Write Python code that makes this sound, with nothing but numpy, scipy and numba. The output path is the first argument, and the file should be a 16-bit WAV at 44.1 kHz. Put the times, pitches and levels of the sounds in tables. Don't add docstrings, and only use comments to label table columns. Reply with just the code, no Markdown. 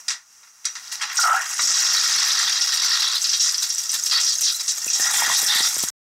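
import sys
import numpy as np
from scipy import signal
from scipy.fft import rfft, irfft
from scipy.io import wavfile
from scipy.ndimage import uniform_filter1d, minimum_filter1d
from numba import njit

SR = 44100
rng = np.random.default_rng(int(sys.argv[2]) if len(sys.argv) > 2 else 0)


def store_wav(level_fs):
    pcm = np.round(np.clip(np.atleast_2d(level_fs), -1, 1) * 32767)
    wavfile.write(sys.argv[1], SR, pcm.T.astype(np.int16))


N = 269010
TIME = np.arange(N) / SR
FREQ = np.maximum(np.fft.rfftfreq(2048, 1 / SR), 1)


def undb(db):
    return 10 ** (np.asarray(db) / 20)


def curve(table, column=1):
    rows = np.array(table)
    return np.interp(TIME, rows[:, 0], rows[:, column])


def during(table, fade_s=0.023):
    return np.clip(np.minimum(TIME - table[0][0], table[-1][0] - TIME) / fade_s + 1, 0, 1)


def shape(x, db):
    cepstrum = irfft(np.log(undb(db)))
    half = len(cepstrum) // 2
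    cepstrum[1:half] *= 2
    cepstrum[half + 1:] = 0
    return signal.fftconvolve(x, irfft(np.exp(rfft(cepstrum))))[:len(x)]


def colour(x, points, tilt_db_oct=0):
    hz, db = np.transpose(points)
    tilt_db = tilt_db_oct * np.log2(np.maximum(FREQ / hz[0], 1))
    return shape(x, np.interp(np.log(FREQ), np.log(hz), db) + tilt_db)


def steady(x, samples=4000):
    return x / np.sqrt(np.abs(uniform_filter1d(x * x, samples)) + 1e-12)


def noise(length, points, tilt_db_oct=0, samples=4000):
    return steady(colour(rng.standard_normal(length), points, tilt_db_oct), samples)


def add(out, time_s, sound):
    start = max(int(time_s * SR), 0)
    out[start:start + len(sound)] += sound[:len(out) - start]


def swell(start_s, hold_s, attack_s, release_s):
    age_s = TIME - start_s
    return np.clip(age_s / attack_s, 0, 1) * np.exp(-np.maximum(age_s - hold_s, 0) / release_s)


@njit
def ring(length, start, hz, cycles, gain, glide):
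    out = np.zeros(length)
    for k in range(len(start)):
        life = cycles[k] * SR / hz[k]
        turn_rad = 2 * np.pi * min(hz[k], 0.4 * SR) / SR
        phasor = gain[k] + 0j
        step = np.exp(1j * turn_rad - 6.9 / life)
        bend = np.exp(1j * turn_rad * glide / life)
        closed, opening = 1., np.exp(-40 / life)
        for i in range(int(start[k]), min(int(start[k] + life), length)):
            out[i] += phasor.imag * (1 - closed)
            phasor *= step
            step *= bend
            closed *= opening
    return out


def bubbles(hz, spread_oct, cycles, skew, count):
    when, strength = rng.random((count, 2)).T
    detune, life = rng.standard_normal((count, 2)).T
    start = np.floor(when * N)
    pitch_hz = (hz * np.ones(N))[start.astype(int)] * 2 ** (spread_oct * detune)
    gain = (0.01 + strength) ** -skew
    return ring(N, start, pitch_hz, cycles * np.exp(life / 2), gain, glide=0.029)


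def trap_mouth(x, cutoff_hz=580):
    return signal.sosfilt(signal.butter(7, cutoff_hz, "high", fs=SR, output="sos"), x)


# (frequency [Hz], width [Hz], relative gain [dB])
BOWL_BANDS = [(780, 90, 1), (900, 330, 1.5), (1291, 140, 4), (1418, 54, 5.5), (1901, 200, 4),
              (2540, 150, 1.5), (2756, 140, 6), (3013, 170, -1.5), (3247, 100, 4), (3755, 112, -11.5),
              (3824, 93, 6.5), (4238, 163, -10.5), (4570, 310, -2.5), (4773, 98, -13), (5470, 90, 4),
              (5493, 67, -12), (5720, 270, 4), (6476, 77, 5.5), (6680, 390, -1.5)]


def restroom(x, t60_s=0.18, tail_db=-6):
    bowl_db = sum(db * np.exp(-2 * ((FREQ - hz) / width_hz) ** 2) for hz, width_hz, db in BOWL_BANDS)
    direct = shape(x, bowl_db - 3)
    t = TIME[:SR // 2]
    tail = rng.standard_normal(len(t)) * np.exp(-np.log(1000) * t / t60_s) * (t > 0.003)
    tail = colour(tail / np.linalg.norm(tail), [(200, -0.5), (1200, 0), (6000, -3), (13000, -10)])
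    return direct + undb(tail_db) * signal.fftconvolve(direct, tail)[:N]


# (frequency [Hz], gain [dB])
PIPE_AND_FAN_SPECTRUM = [(30, -49), (60, -22.5), (95, -7), (150, -21), (210, -8), (300, -15.5), (550, -14),
                         (800, -5), (1300, 0.5), (2000, -3), (3300, -8), (5900, 9.5), (10000, -5.5),
                         (15000, -11)]
# (time [s], level [dB])
PIPE_AND_FAN_LEVEL = [(0, -38.5), (.03, -46), (.08, -43.5), (.24, -53.5), (.34, -48), (.45, -48.5),
                      (.55, -50), (.64, -47.5), (.7, -42.5), (.84, -40.5), (1.2, -42.5)]


def pipe_and_fan():
    return noise(N, PIPE_AND_FAN_SPECTRUM) * undb(curve(PIPE_AND_FAN_LEVEL))


# (frequency [Hz], gain [dB])
DRAIN_SPECTRUM = [(25, -26.5), (55, -20.5), (100, -5), (200, -4.5), (400, -2), (700, 7), (1500, -24.5),
                  (6000, -64.5)]
# (time [s], relative level [dB])
DRAIN_LEVEL = [(1.0, -72), (1.59, -76.5), (1.635, -58.5), (2.4, -62), (3.2, -72), (3.95, -73),
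               (4.25, -63.5), (4.75, -68.5), (5.25, -51.5), (5.88, -66)]


def drain():
    slugs = bubbles(hz=230, spread_oct=0.87, cycles=2.2, skew=0.43, count=2500)
    drumming = steady(colour(slugs, DRAIN_SPECTRUM, tilt_db_oct=3.5), samples=12000)
    return drumming * undb(curve(DRAIN_LEVEL) + 4.5) * during(DRAIN_LEVEL)


# (time [s], level [dB], swing time [s])
AIR_PUFFS = [(4.867, -27.5, 0.00038), (4.999, -25, 0.0004), (5.279, -30, 0.00046), (5.431, -24, 0.0003),
             (5.5592, -27.5, 0.00066), (5.607, -24.5, 0.00049), (5.768, -25, 0.00032),
             (5.8384, -22, 0.00073)]


def puffs():
    out = np.zeros(N)
    t = TIME[:SR // 20] - 0.01
    for time_s, db, swing_s in AIR_PUFFS:
        slow, fast = t / swing_s, 3 * t / swing_s + 3
        push = 0.96 * slow * np.exp(-slow ** 2 / 2)
        tick = 1.84 * fast * np.exp(-fast ** 2 / 2)
        rebound = -np.sin(2 * np.pi * 125 * t) * np.exp(-np.abs(t) / 0.011) * (t > 0)
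        add(out, time_s + t[0], undb(db) * (push + tick + 0.12 * rebound))
    return out


# (time [s], hold [s], pocket level [dB], pocket pitch [Hz], big-bubble level [dB])
TRAP_GLUGS = [(1.18, .01, -13.5, 1447, -31), (1.231, 0.11, -16.5, 1282, -27), (1.354, .05, -33, 1478, -38),
              (4.985, 0.12, -32, 1830, -48), (5.19, .15, -29.5, 1907, -39.5), (5.49, 0.1, -30, 1893, -60)]


def belch(attack_s=0.012, release_s=0.02):
    time_s, hold_s, pocket_db, hz, big_db = np.transpose(TRAP_GLUGS)
    pushes = np.array([swell(start, hold, attack_s, release_s) for start, hold in zip(time_s, hold_s)])
    pitch_hz = np.interp(TIME, time_s + hold_s / 2, hz)
    pocket = steady(bubbles(pitch_hz, spread_oct=0.067, cycles=39, skew=0.53, count=3500), samples=1200)
    big = bubbles(hz=860, spread_oct=0.38, cycles=30, skew=0.35, count=3000)
    big = steady(trap_mouth(big), samples=1500)
    return trap_mouth(pocket * (undb(pocket_db) @ pushes) + big * (undb(big_db) @ pushes))


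# (frequency [Hz], gain [dB])
SPRAY_SPECTRUM = [(1000, -31), (4000, -14.5), (7500, 0.5), (10000, -9), (13000, -8.5), (15500, -16.5)]


def spray(spatters=400, decay_s=0.0092):
    hiss = noise(N, SPRAY_SPECTRUM)
    when, strength = rng.random((spatters, 2)).T
    hits = np.bincount((when * N).astype(int), -np.log(1 - strength), N)
    patter = signal.lfilter([1], [1, -np.exp(-1 / (decay_s * SR))], hits)
    mist = hiss * steady(1 + undb(-2) * patter, samples=12000)
    drops = bubbles(hz=9000, spread_oct=0.35, cycles=38, skew=0.62, count=2200)
    return undb(7) * mist + undb(5.5) * steady(colour(drops, SPRAY_SPECTRUM), samples=9000)


# (time [s], level [dB])
WATER_SMACKS = [(2.739, -19.5), (3.225, -23), (3.337, -33), (3.631, -21), (3.7833, -25), (3.9389, -16.5),
                (4.059, -18.5), (4.4093, -16), (4.8656, -24), (4.997, -20.5), (5.5575, -17.5),
                (5.7813, -17.5), (5.8346, -21)]


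def smacks(decay_s=0.018):
    out, t = np.zeros(N), TIME[:SR // 10]
    for time_s, db in WATER_SMACKS:
        burst = noise(len(t), SPRAY_SPECTRUM, tilt_db_oct=-2)
        add(out, time_s, burst * np.exp(-t / decay_s) * undb(db))
    return out


# (time [s], level [dB], pitch [Hz], life [cycles])
SINGLE_BUBBLES = [(1.157, -12, 8450, 110), (1.188, -11, 1480, 56), (1.265, -10, 5570, 98),
                  (1.274, -18, 8700, 180), (1.323, -2.5, 1363, 37), (1.338, -13, 770, 33),
                  (1.367, -12, 1646, 72), (1.399, -18, 1835, 90), (2.739, -2, 5500, 63),
                  (3.544, -9, 5230, 44), (3.624, -13.5, 3870, 170), (3.918, -2.5, 8300, 68),
                  (4.037, -1, 6320, 70), (4.151, 2, 4450, 260), (4.353, -6.5, 6300, 81),
                  (4.385, -4, 6520, 76), (4.545, -12, 4030, 170), (4.595, -18, 3940, 130),
                  (4.879, -5.5, 5860, 44), (4.882, -17.5, 2590, 92), (5.221, -5, 910, 11),
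                  (5.298, -3.5, 1045, 13), (5.501, 0, 3640, 160)]


def bloops():
    time_s, db, hz, cycles = np.array(SINGLE_BUBBLES, float).T.copy()
    return trap_mouth(ring(N, time_s * SR, hz, cycles, undb(db), glide=0.034))


# (frequency [Hz], gain [dB])
CRACK_SPECTRUM = [(100, -64.5), (500, -44.5), (1000, -13), (1900, -1.5), (3000, -8), (4200, 7), (5800, 6.5),
                  (7500, 3), (10000, -10.5), (15000, -33)]
# (frequency [Hz], level [dB], t60 before damping [s])
BODY_MODES = [(1390, -28, 0.76), (2050, -26, 0.39), (3760, -20.5, 0.39), (4460, -15, .1), (5660, -16.5, .3),
              (5860, -13.5, 1)]
# (time [s], level [dB], crack t60 [s], tilt [dB/oct], relative ring [dB])
VALVE_KNOCKS = [(0.082, 0.5, 0.015, 1.5, 0), (0.095, -26, 0.11, -4, -19), (.104, -17.5, 0.12, -1.5, -29),
                (0.118, -23, 0.13, -1.5, -24), (0.139, -36.5, 0.2, -9.5, -13),
                (.43, -45.5, 0.12, -9.5, -20), (0.473, -46.5, 0.087, -9, -15), (0.645, -33, .08, -5, -8),
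                (0.653, -8, 0.036, 3, 3), (0.662, -25, 0.15, -3, 5.5), (0.753, -26.5, 0.2, -5.5, -0.5),
                (.923, -25, 0.16, 22, -2), (1.015, -23, 0.13, 5, -10.5), (1.023, -21, 0.11, -6.5, -6),
                (1.593, -12, 0.039, -9.5, -14)]


def valve(mode_width_hz=90):
    out, t = np.zeros(N), TIME[:SR // 2]
    for time_s, db, t60_s, tilt_db_oct, ring_db in VALVE_KNOCKS:
        crack = noise(len(t), CRACK_SPECTRUM, tilt_db_oct, samples=400)
        crack *= np.exp(-np.log(1000) * t / t60_s)
        metal = 0
        for hz, mode_db, mode_t60_s in BODY_MODES:
            resonator = signal.iirpeak(hz, hz / mode_width_hz, fs=SR)
            band = steady(signal.lfilter(*resonator, rng.standard_normal(len(t))), samples=900)
            metal += band * undb(mode_db) * np.exp(-np.log(1000) * t / mode_t60_s)
        damping = np.exp(-t / (2 * t60_s))
        add(out, time_s, (crack + undb(ring_db - 10.5) * damping * metal) * undb(db))
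    return out


# (frequency [Hz], gain [dB])
FOAM_SPECTRUM = [(300, -35), (900, -16), (1600, -5.5), (2700, -5), (4000, 7), (7500, 3), (12000, -24.5)]
# (time [s], level [dB], bubble pitch [Hz], decay [s])
JET_SPURTS = [(1.178, -10.5, 5300, 0.015), (2.61, -4.5, 5480, 0.022), (2.876, -17, 5550, 0.024),
              (3.218, -13, 6000, 0.017), (3.242, -4, 5040, 0.014), (3.293, -8, 5440, 0.018),
              (3.3317, -2.5, 4900, 0.02), (3.373, -19, 5300, 0.0088), (3.397, -0.5, 5730, 0.022),
              (3.544, -10, 4940, 0.013), (3.581, -12, 5700, 0.017), (3.702, -14.5, 5600, 0.023),
              (3.782, -14, 5780, 0.016), (3.894, -12.5, 5760, 0.018), (4.062, -9, 5340, 0.018),
              (4.098, -17, 5370, 0.016), (4.1113, -0.5, 4700, 0.017), (4.417, -12, 5800, 0.021),
              (4.6837, -16, 5750, 0.018), (4.901, -10, 5820, 0.017), (5.361, -1, 5470, 0.019),
              (5.463, -11, 5350, 0.022), (5.629, -2, 5200, 0.012)]


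def spurts(count=24, foam_db=-13.5):
    out, t = np.zeros(N), TIME[:SR // 4]
    for time_s, db, hz, decay_s in JET_SPURTS:
        lag = 2 * np.linspace(0, 1, count) * rng.uniform(0.7, 1, count)
        detune, strength = rng.standard_normal((count, 2)).T
        gain = np.where(lag > 0, undb(2 * strength - 10 * lag - 6), 1)
        pitch_hz = hz * 2 ** (0.14 * detune * (lag > 0))
        cluster = ring(len(t), lag * decay_s * SR, pitch_hz, np.full(count, 40.), gain, glide=0.03)
        cluster /= np.sqrt(uniform_filter1d(cluster ** 2, size=130).max())
        foam = noise(len(t), FOAM_SPECTRUM) * np.exp(-t / decay_s)
        add(out, time_s, (cluster + undb(foam_db) * foam) * undb(db))
    return out


# (frequency [Hz], gain [dB])
POOL_SPECTRUM = [(200, -47), (450, -21.5), (600, -15), (760, -7), (1300, 2.5), (1900, 3.5), (2400, -1.5),
                 (3500, -3.5), (6000, 5), (10000, -32), (15000, -41.5)]
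# (frequency [Hz], gain [dB])
REFILL_SPECTRUM = [(200, -25), (500, -29.5), (750, 7), (1100, 4), (1800, 5.5), (2400, 0), (3000, -6),
                   (3450, 7.5), (4300, 0.5), (8000, -17), (15000, -34.5)]


def churn(crossfade_s=(4.6, 5.0)):
    slosh = bubbles(hz=2030, spread_oct=0.99, cycles=22.2, skew=0.26, count=20000)
    pool = steady(colour(slosh, POOL_SPECTRUM, tilt_db_oct=4.5))
    refill = steady(colour(slosh, REFILL_SPECTRUM, tilt_db_oct=8))
    mix_rad = np.interp(TIME, crossfade_s, [0, np.pi / 2])
    return (np.cos(mix_rad) * pool + np.sin(mix_rad) * refill) * undb(2.5)


# (frequency [Hz], gain [dB])
FIZZ_SPECTRUM = [(300, -43), (1500, -7), (2800, -4), (3600, 4.5), (6000, 1.5), (8000, 2), (10000, -3),
                 (15000, -12.5)]


def fizz(pitch_hz):
    tiny = bubbles(pitch_hz, spread_oct=0.21, cycles=17.1, skew=0.15, count=12000)
    tiny = steady(colour(tiny, FIZZ_SPECTRUM))
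    plinks = bubbles(pitch_hz, spread_oct=0.18, cycles=90, skew=0.3, count=1100)
    plinks = steady(colour(plinks, FIZZ_SPECTRUM), samples=9000)
    return (tiny + undb(-5.5) * plinks) * undb(-2.5)


def turbulence(depth_db=2.5, rate_hz=160):
    knots = rng.standard_normal(7 * rate_hz)
    return undb(depth_db * np.interp(TIME * rate_hz, np.arange(len(knots)), knots))


# (time [s], fizz [dB], bubble pitch [Hz], churn [dB], spray [dB])
JET_FLOW = [(.86, -37, 5140, -51, -64), (1.1, -32, 5300, -39, -59), (1.2, -25, 5820, -32.5, -30.5),
            (1.38, -31, 6400, -31, -45), (1.58, -24.5, 6230, -40, -39.5), (1.61, -14.5, 6180, -37, -40),
            (1.85, -14.5, 5436, -30.5, -38), (2.48, -15.5, 5115, -30.5, -39.5), (2.66, -19, 5090, -36, -42),
            (2.95, -14, 4950, -30.5, -39.5), (3.14, -17, 4690, -35, -40.5), (3.19, -25, 5550, -44.5, -41),
            (4.87, -27.5, 5930, -49.5, -40.5), (5.06, -21, 5900, -30.5, -31.5),
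            (5.3, -19, 5870, -25.5, -30), (5.39, -22.5, 5790, -32.5, -30), (5.81, -22, 5820, -39, -34.5),
            (5.89, -32.5, 5820, -42.5, -38.5)]
# (time [s], hold [s], fizz [dB], bubble pitch [Hz], churn [dB])
JET_SURGES = [(0.914, 0.038, -27, 5720, -42), (1.01, 0.028, -24.5, 4930, -27.5),
              (1.097, 0.022, -31, 5240, -32.5), (1.168, 0.052, -12, 5900, -51),
              (3.149, 0.02, -18.5, 3900, -39), (3.239, 0.046, -20, 5320, -40),
              (3.312, .036, -19.5, 4920, -36), (3.406, 0.037, -13.5, 5720, -51),
              (3.437, .062, -15, 6280, -38), (3.526, .018, -29, 5360, -36),
              (3.619, 0.023, -18, 5350, -37.5), (3.777, 0.015, -29, 5870, -48),
              (3.93, 0.021, -17.5, 5440, -35), (4.111, 0.078, -14, 4860, -29),
              (4.199, 0.05, -15, 6000, -38.5), (4.259, 0.077, -14.5, 5510, -43),
              (4.434, 0.022, -10, 5900, -52.5), (4.459, .042, -13.5, 5000, -39),
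              (4.597, 0.016, -22.5, 5800, -42), (4.678, 0.026, -13, 6340, -49),
              (4.931, .03, -13.5, 5860, -49), (5.002, 0.043, -14, 6080, -47),
              (5.335, 0.029, -10, 4880, -48), (5.478, 0.12, -15, 4410, -27.5),
              (5.617, .05, -15.5, 5200, -31)]


def jet(sag_oct_per_s=0.8, surge_spray_db=-26.5):
    fizz_power, churn_power, spray_power = (undb(curve(JET_FLOW, column=k)) ** 2 for k in (1, 3, 4))
    weighted_pitch = fizz_power * curve(JET_FLOW, column=2)
    for time_s, hold_s, fizz_db, hz, churn_db in JET_SURGES:
        push = swell(time_s, hold_s, attack_s=0.003, release_s=0.013)
        surge_power = (push * undb(fizz_db)) ** 2
        fizz_power += surge_power
        churn_power += (push * undb(churn_db)) ** 2
        spray_power += surge_power * undb(surge_spray_db) ** 2
        sag = 2 ** (-sag_oct_per_s * (TIME - time_s))
        weighted_pitch += surge_power * hz * sag
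    water = fizz(weighted_pitch / fizz_power) * np.sqrt(fizz_power)
    water += churn() * np.sqrt(churn_power)
    water += spray() * np.sqrt(spray_power)
    return water * turbulence() * during(JET_FLOW, fade_s=0.072)


def scene():
    flush = pipe_and_fan() + valve() + belch() + jet() + drain() + spurts() + smacks() + bloops()
    return (restroom(flush) + puffs())[None]


def record(dry, ceiling=0.32, stop_s=5.903, low_hz=70, top_hz=15700):
    gain = np.minimum(1, ceiling / (np.abs(dry) + 1e-9))
    gain = uniform_filter1d(minimum_filter1d(gain, size=90), size=90)
    limited = dry * gain * (TIME < stop_s)
    highpassed = signal.sosfilt(signal.butter(2, low_hz, "high", fs=SR, output="sos"), limited)
    return signal.sosfilt(signal.ellip(10, 0.2, 80, top_hz, fs=SR, output="sos"), highpassed)


dry = scene()
out = record(dry)
store_wav(out)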